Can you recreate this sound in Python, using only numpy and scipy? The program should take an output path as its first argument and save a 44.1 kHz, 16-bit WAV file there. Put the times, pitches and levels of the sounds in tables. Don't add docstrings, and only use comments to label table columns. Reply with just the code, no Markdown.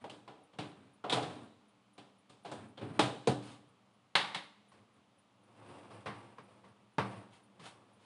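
import sys
import numpy as np
from scipy import signal
from scipy.fft import rfft, irfft
from scipy.io import wavfile

SR = 44100
rng = np.random.default_rng(int(sys.argv[2]) if len(sys.argv) > 2 else 0)


def int16_out(signal):
    q = np.round(np.clip(np.atleast_2d(signal).T, -1, 1) * 32767)
    wavfile.write(sys.argv[1], SR, q.astype(np.int16))


N = 355181

# (time [s], body level [dB], boom [dB], ring [dB], tick [dB], attack [s], contact note [Hz],
# damping [1/s]). Boom, ring and tick are relative to the body; negative damping lengthens the decay.
TRAY_HITS = [ (0.041, -46, -12.5, -14.5, -27.5, .0006, 844, 6.5),
             (0.097, -55, -5, -1.5, -11, 0.00064, 3000, 1.3),
             (0.277, -52.5, -9, -9.5, -23, .0007, 1090, -1), (0.531, -66, -1, -5.5, -18, 0.0023, 1000, -4),
             (0.586, -46, 2.5, -2, -15, .001, 775, 1.5), (1.040, -39, -15.5, -14.5, -33, 0.0014, 1250, -2),
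             (1.097, -43.5, -9, 3.5, -9, 0.00051, 3550, -1), (1.122, -34.5, -6, -2, -11, 0.0043, 3660, 9.5),
             (1.171, -36, -9.5, -13.5, -33, .0014, 740, 0.7),
             (1.225, -47.5, -2, -2, -12.5, 0.001, 656, -0.5),
             (1.979, -58, -2.5, -3.5, -13.5, .001, 746, 0.5),
             (2.295, -65.5, 0.5, -3.5, -6.5, .0015, 1190, -0.5),
             (2.447, -47, -12.5, -10.5, -21, 0.0058, 700, -2),
             (2.515, -46, -6, -12.5, -15.5, 0.00092, 777, 4),
             (2.773, -53.5, -5.5, -4.5, -22, 0.0051, 3200, 6),
             (2.810, -49, 5.5, -7.5, -30.5, 0.0063, 302, -1), (2.992, -28, -4.5, -5, -15, 0.0011, 870, 5),
             (3.2725, -28, -3.5, -15, -19, 0.000082, 468, 9)]
WIRE_HITS = [ (4.153, -34.5, -12, 8.2, -11.5, 0.00045, 3870, 1.6),
             (4.346, -46.5, -6, 6.1, -9.5, .0008, 4330, 5)]
BASKET_HITS = [ (4.717, -69, -4, -3.5, -10, .0015, 1050, 5.8),
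               (5.613, -61.5, -5, -12, -32, .0008, 1020, 1.1),
               (5.906, -57.5, -5, -11, -17, 0.0058, 1070, 4.5),
               (6.058, -43.5, -5, -5, -20, 0.0036, 590, 3.6),
               (6.383, -53.5, -8.5, -11.5, -24.5, .001, 1030, 14),
               (6.637, -62.5, -.5, -9, -18.5, 0.0071, 920, 2.8),
               (6.983, -32.5, -4.5, -8.5, -25, 0.00013, 900, 7.6),
               (7.595, -65.5, 6.5, 1.5, -6, 0.0023, 1060, 0.96)]
# (low edge [Hz], high edge [Hz])
HIT_BANDS = [(80, 350), (350, 1300), (1300, 5000), (5000, 11000)]
# (start [s], swell [s], length [s], peak [dB])
DRAG_STROKES = [(0, .006, .03, -58), (.72, 0.044, 0.17, -62), (1.14, .015, 0.32, -48),
                (2.50, 0.015, .15, -52.5), (2.79, 0.021, 0.25, -46), (3.36, 0.15, 0.13, -51)]
RUB_STROKES = [(3.40, 0.023, 0.14, -56.5), (7.29, 0.032, 0.061, -62.5), (7.60, 0.047, 0.053, -49),
               (7.98, 0.041, 0.05, -63.5)]
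PUSH_STROKES = [(4.69, 0.053, 0.072, -61), (4.92, .03, 0.04, -68), (5.38, 0.3, 1.55, -53),
                (7.42, .15, 0.76, -63.5)]
# (frequency [Hz], relative level [dB], t60 [s])
TUB_RING = [(119.2, -2, 0.58), (130.8, -3, 0.17), (136, -6.5, 0.18), (187.5, -1, 0.14), (196, -4, 0.66),
            (296.7, 1, 0.63), (332.7, -6, 0.32), (425, -11.5, 0.49)]
TRAY_RING = [(388.3, 2.5, 0.64), (439, -2.5, 0.54), (562, 4.5, 0.15), (740, 3, 0.49), (810, 0.5, 0.69),
             (994, 4.5, 0.54), (1660, 1, .26), (2660, -25.5, .4), (3200, -6.5, 0.5), (3550, -6.5, .25),
             (3914, -4.5, 1)]
WIRE_RING = [(582, -6.5, 0.49), (810, -4, 0.2), (947, -1, 0.93), (1157, 4, 0.83), (1588, 5.5, 0.31),
             (1995, -11, 0.9), (2200, -4, 0.22), (2755, 2, 0.17), (3000, 3, .3), (3370, 3.5, 0.26),
             (3660, 6.5, 0.41), (3800, 1.5, 0.51), (4400, -10, .28), (4660, -16, .27)]
# (frequency [Hz], t60 [s])
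TAIL_DECAY = [(100, 0.48), (250, 0.73), (600, 0.7), (1500, 0.54), (3800, 0.39), (10000, 0.54)]
# (frequency [Hz], gain [dB])
ROOM_EQ = [(18, -84), (30, -53.5), (111, -5), (157, -16.5), (201, 3.5), (222, -4), (298, -14), (338, -16),
           (373, -16.5), (412, -11.5), (1220, -12.5), (1600, -21), (3120, -20), (5510, -31), (11000, -36),
           (14300, -62.5), (22000, -120)]
JUDDER_EQ = [(50, -31.5), (108, 4), (160, -14), (200, -1), (250, 0.5), (310, -6), (380, -11.5),
             (600, -15.5), (1200, -17.5), (3500, -30.5), (6500, -44.5), (9400, -34.5), (11000, -56)]
TRAY_EQ = [(30, -43), (60, -22), (125, 4.5), (190, 0.5), (255, -1.5), (300, 2), (350, -6), (440, -0.5),
           (520, -4), (800, -5.5), (1900, -16.5), (3600, -14), (6000, -33), (9200, -33), (11000, -48.5)]
TICK_EQ = [(4000, -38.5), (6500, -25.5), (7800, -11), (9400, 7.5), (10200, 3), (11000, -29.5)]
SCRAPE_EQ = [(100, -22), (500, -4.5), (1100, -0.5), (1500, -7), (3600, -6), (6000, -16.5), (9600, -14),
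             (11000, -29)]
CLACK_EQ = [(29, -58), (50, -35), (181, -5), (254, -14), (500, -7.5), (559, -2), (640, -8.5), (803, 2.5),
            (1440, -6), (2170, -2.5), (2370, -8.5), (3810, -3), (5980, -22.5), (9610, -23), (11000, -38),
            (14300, -79.5), (22000, -120)]
ROLL_EQ = [(50, -41), (85, -13), (115, 11.5), (155, -8), (195, 1.5), (300, -0.5), (460, -4.5), (700, -5.5),
           (1100, -6), (1500, -15.5), (2800, -19), (4500, -26), (6600, -36), (9600, -25.5), (11000, -47)]
BUMP_EQ = [(30, -41), (55, -34), (90, -9), (115, -5.5), (200, -3), (260, -8), (320, -14.5), (430, -4.5),
           (650, -7.5), (1080, -2.5), (1400, -9.5), (1900, -7.5), (4000, -21), (5200, -29), (6700, -41),
           (9600, -38), (11000, -54)]

RING = 32768
RING_TIME, RING_HZ = np.arange(RING) / SR, np.fft.rfftfreq(RING, 1 / SR)
TAIL_HZ = np.geomspace(60, 15000, 9)
TAIL_BANDS = np.sqrt([np.interp(np.log(RING_HZ + 1), np.log(TAIL_HZ), row) for row in np.eye(9)])
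PLASTIC_TAIL = dict(early_db=-3, early_t60=0.074, bloom_cycles=1.5)
WIRE_TAIL = dict(early_db=-1.5, early_t60=0.13, bloom_cycles=2)
BASKET_TAIL = dict(early_db=-1.5, early_t60=0.18, bloom_cycles=0.26)


def undb(db):
    return 10 ** (np.asarray(db) / 20)


def unit(x):
    return x / np.sqrt(np.mean(x ** 2) + 1e-30)


def fade(t60):
    return np.exp(-np.log(1000) * RING_TIME / t60)


def at_hz(points, hz):
    freqs, values = np.transpose(points)
    return np.interp(np.log(hz + 1e-9), np.log(freqs), values)


def colour(x, eq, size=4096):
    cepstrum = irfft(np.log(undb(at_hz(eq, np.fft.rfftfreq(size, 1 / SR)))))
    cepstrum[1:size // 2] *= 2
    cepstrum[size // 2 + 1:] = 0
    return signal.fftconvolve(x, irfft(np.exp(rfft(cepstrum))))[:len(x)]


def ring(modes, detune=0.0029):
    out = 0
    for hz, db, t60 in modes:
        side, shift = rng.standard_normal(2)
        tone = np.sin(2 * np.pi * hz * (1 + detune * shift) * RING_TIME)
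        out += np.sign(side) * undb(db) * fade(t60) * tone
    return unit(out)


def room_tone(air_db=-70):
    air = unit(colour(rng.standard_normal(N), ROOM_EQ))
    hum = unit(signal.fftconvolve(rng.standard_normal(N + SR), ring(TUB_RING), "valid")[:N])
    return undb(air_db) * (air + undb(-7) * hum)


def dense_tail(early_db, early_t60, bloom_cycles):
    bands = irfft(TAIL_BANDS * rfft(rng.standard_normal(RING)))
    out = 0
    for hz, band in zip(TAIL_HZ, bands):
        decay = fade(at_hz(TAIL_DECAY, hz)) + undb(early_db) * fade(early_t60)
        bloom = 1 - np.exp(-RING_TIME * hz / bloom_cycles)
        out += band * decay * bloom
    return unit(out)


def hand_effort(strokes, sag_db_per_s, release_s, swell_db=21.5):
    gain = np.zeros(N)
    for start, swell_s, length_s, peak_db in strokes:
        age = np.arange(N) / SR - start
        onset_db = swell_db * np.clip(1 - age / swell_s, 0, 1)
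        sag_db = sag_db_per_s * np.maximum(age - swell_s, 0)
        release = np.exp(-np.maximum(age - length_s, 0) / release_s)
        gain += (age >= 0) * undb(peak_db - onset_db - sag_db) * release
    return gain


def friction(effort, eq, tail, jolts_per_s, spread_db):
    slips = rng.random(N) < jolts_per_s / SR
    sizes = undb(spread_db * np.clip(rng.standard_normal(N), -2, 2))
    jolts = unit(slips * sizes * rng.choice([-1, 1], N)) * effort
    corner = rng.integers(0, 4, N)
    out = 0
    for k in range(4):
        wires = undb(-20) * ring(WIRE_RING)
        response = colour((dense_tail(**tail) + wires) * fade(1.0), eq)
        out += signal.oaconvolve(jolts * (corner == k), unit(response) / np.sqrt(RING))[:N]
    return out


def tray_judder():
    drags = hand_effort(DRAG_STROKES, sag_db_per_s=38.5, release_s=0.016)
    return friction(drags, JUDDER_EQ, PLASTIC_TAIL, jolts_per_s=270, spread_db=3.5)


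def contact_note(hz, cycles=24, width=0.14):
    cluster = np.exp(-(np.log(RING_HZ / hz + 1e-9) / width) ** 2)
    return unit(irfft(cluster * rfft(rng.standard_normal(RING))) * fade(0.015 + cycles / hz))


def chatter(max_gap_s, bounce, count=4):
    force = np.zeros(SR // 4)
    force[0] = 1
    times = np.cumsum(max_gap_s * rng.uniform(0.4, 1, count))
    force[(times * SR).astype(int)] += bounce ** np.arange(1, count + 1) * rng.choice([-1, 1], count)
    return force


def voice_hit(hit, target_db, size=2048):
    power = abs(rfft(hit[:size], 2 * size) / size) ** 2
    hz = np.fft.rfftfreq(2 * size, 1 / SR)
    band_db = 10 * np.log10([power[(hz > low) & (hz < high)].sum() for low, high in HIT_BANDS])
    centres = np.sqrt(np.prod(HIT_BANDS, axis=1))
    return colour(hit, np.c_[centres, target_db - band_db])


def blows(hits, eq, modes, tail, modes_db, tub_db, crack_db, note_db, chatter_s, bounce):
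    out = np.zeros(N + RING)
    for time_s, level_db, boom_db, ring_db, tick_db, attack_s, note_hz, damping_per_s in hits:
        crack = undb(crack_db) * unit(rng.standard_normal(RING) * fade(0.0098))
        stiffness_db = 3.5 * np.log2(note_hz / 1000)
        note = undb(note_db + stiffness_db) * contact_note(note_hz)
        transient = signal.fftconvolve(crack + note, chatter(chatter_s, bounce))[:RING]
        grip = np.exp(-RING_TIME * damping_per_s)
        resonance = (dense_tail(**tail) + undb(modes_db) * ring(modes)) * grip
        tub = undb(tub_db) * ring(TUB_RING)
        kitchen = undb(-16) * unit(rng.standard_normal(RING) * fade(t60=0.99))
        attack = 1 - np.exp(-RING_TIME / max(attack_s, 1e-4))
        hit = colour((transient + resonance + tub + kitchen) * attack, eq)
        start = int(time_s * SR)
        out[start:start + RING] *= grip
        out[start:start + RING] += voice_hit(hit, level_db + np.array([boom_db, 0, ring_db, tick_db]))
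    return out[:N]


def tray_knocks():
    return blows(TRAY_HITS, TRAY_EQ, TRAY_RING, PLASTIC_TAIL, modes_db=-17, tub_db=-25.5,
                 crack_db=-8.5, note_db=-16, chatter_s=0.008, bounce=0.58)


def faint_ticking(first_s=0.182, every_s=0.25, t60=0.11, attack_s=0.004):
    beat, age = np.divmod(np.arange(N) / SR - first_s, every_s)
    sizes = undb(3 * np.clip(rng.standard_normal(N), -2, 1))[beat.astype(int)]
    envelope = np.exp(-np.log(1000) * age / t60) * (1 - np.exp(-age / attack_s))
    hiss = unit(colour(rng.standard_normal(N), TICK_EQ))
    return undb(-72) * hiss * sizes * envelope


def wire_scrapes():
    rubs = hand_effort(RUB_STROKES, sag_db_per_s=41, release_s=0.02)
    return friction(rubs, SCRAPE_EQ, BASKET_TAIL, jolts_per_s=990, spread_db=7)


def wire_clacks():
    return blows(WIRE_HITS, CLACK_EQ, WIRE_RING, WIRE_TAIL, modes_db=-19.5, tub_db=-20,
                 crack_db=-3.5, note_db=-24.5, chatter_s=0.0072, bounce=0.45)


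def basket_roll(rattle_db=-7, fall_db_per_s=84.5, onset_s=0.085):
    shake = hand_effort(PUSH_STROKES, sag_db_per_s=18.5, release_s=0.027)
    for time_s, bump_db, *_ in BASKET_HITS:
        age = np.maximum(np.arange(N) / SR - time_s, 0)
        onset = 1 - np.exp(-(age / onset_s) ** 2)
        shake += undb(bump_db + rattle_db - fall_db_per_s * age) * onset
    return friction(shake, ROLL_EQ, BASKET_TAIL, jolts_per_s=420, spread_db=5.5)


def basket_bumps():
    return blows(BASKET_HITS, BUMP_EQ, WIRE_RING, BASKET_TAIL, modes_db=-17.5, tub_db=-18.5,
                 crack_db=-8.5, note_db=-15, chatter_s=0.0066, bounce=0.15)


def scene():
    impacts = tray_knocks() + wire_clacks() + basket_bumps()
    movement = basket_roll() + wire_scrapes() + tray_judder()
    return (impacts + movement + faint_ticking() + room_tone())[None]


def record(dry, top_hz=10900):
    return signal.sosfilt(signal.ellip(8, 0.2, 70, top_hz, fs=SR, output="sos"), dry)


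dry = scene()
out = record(dry)
int16_out(out)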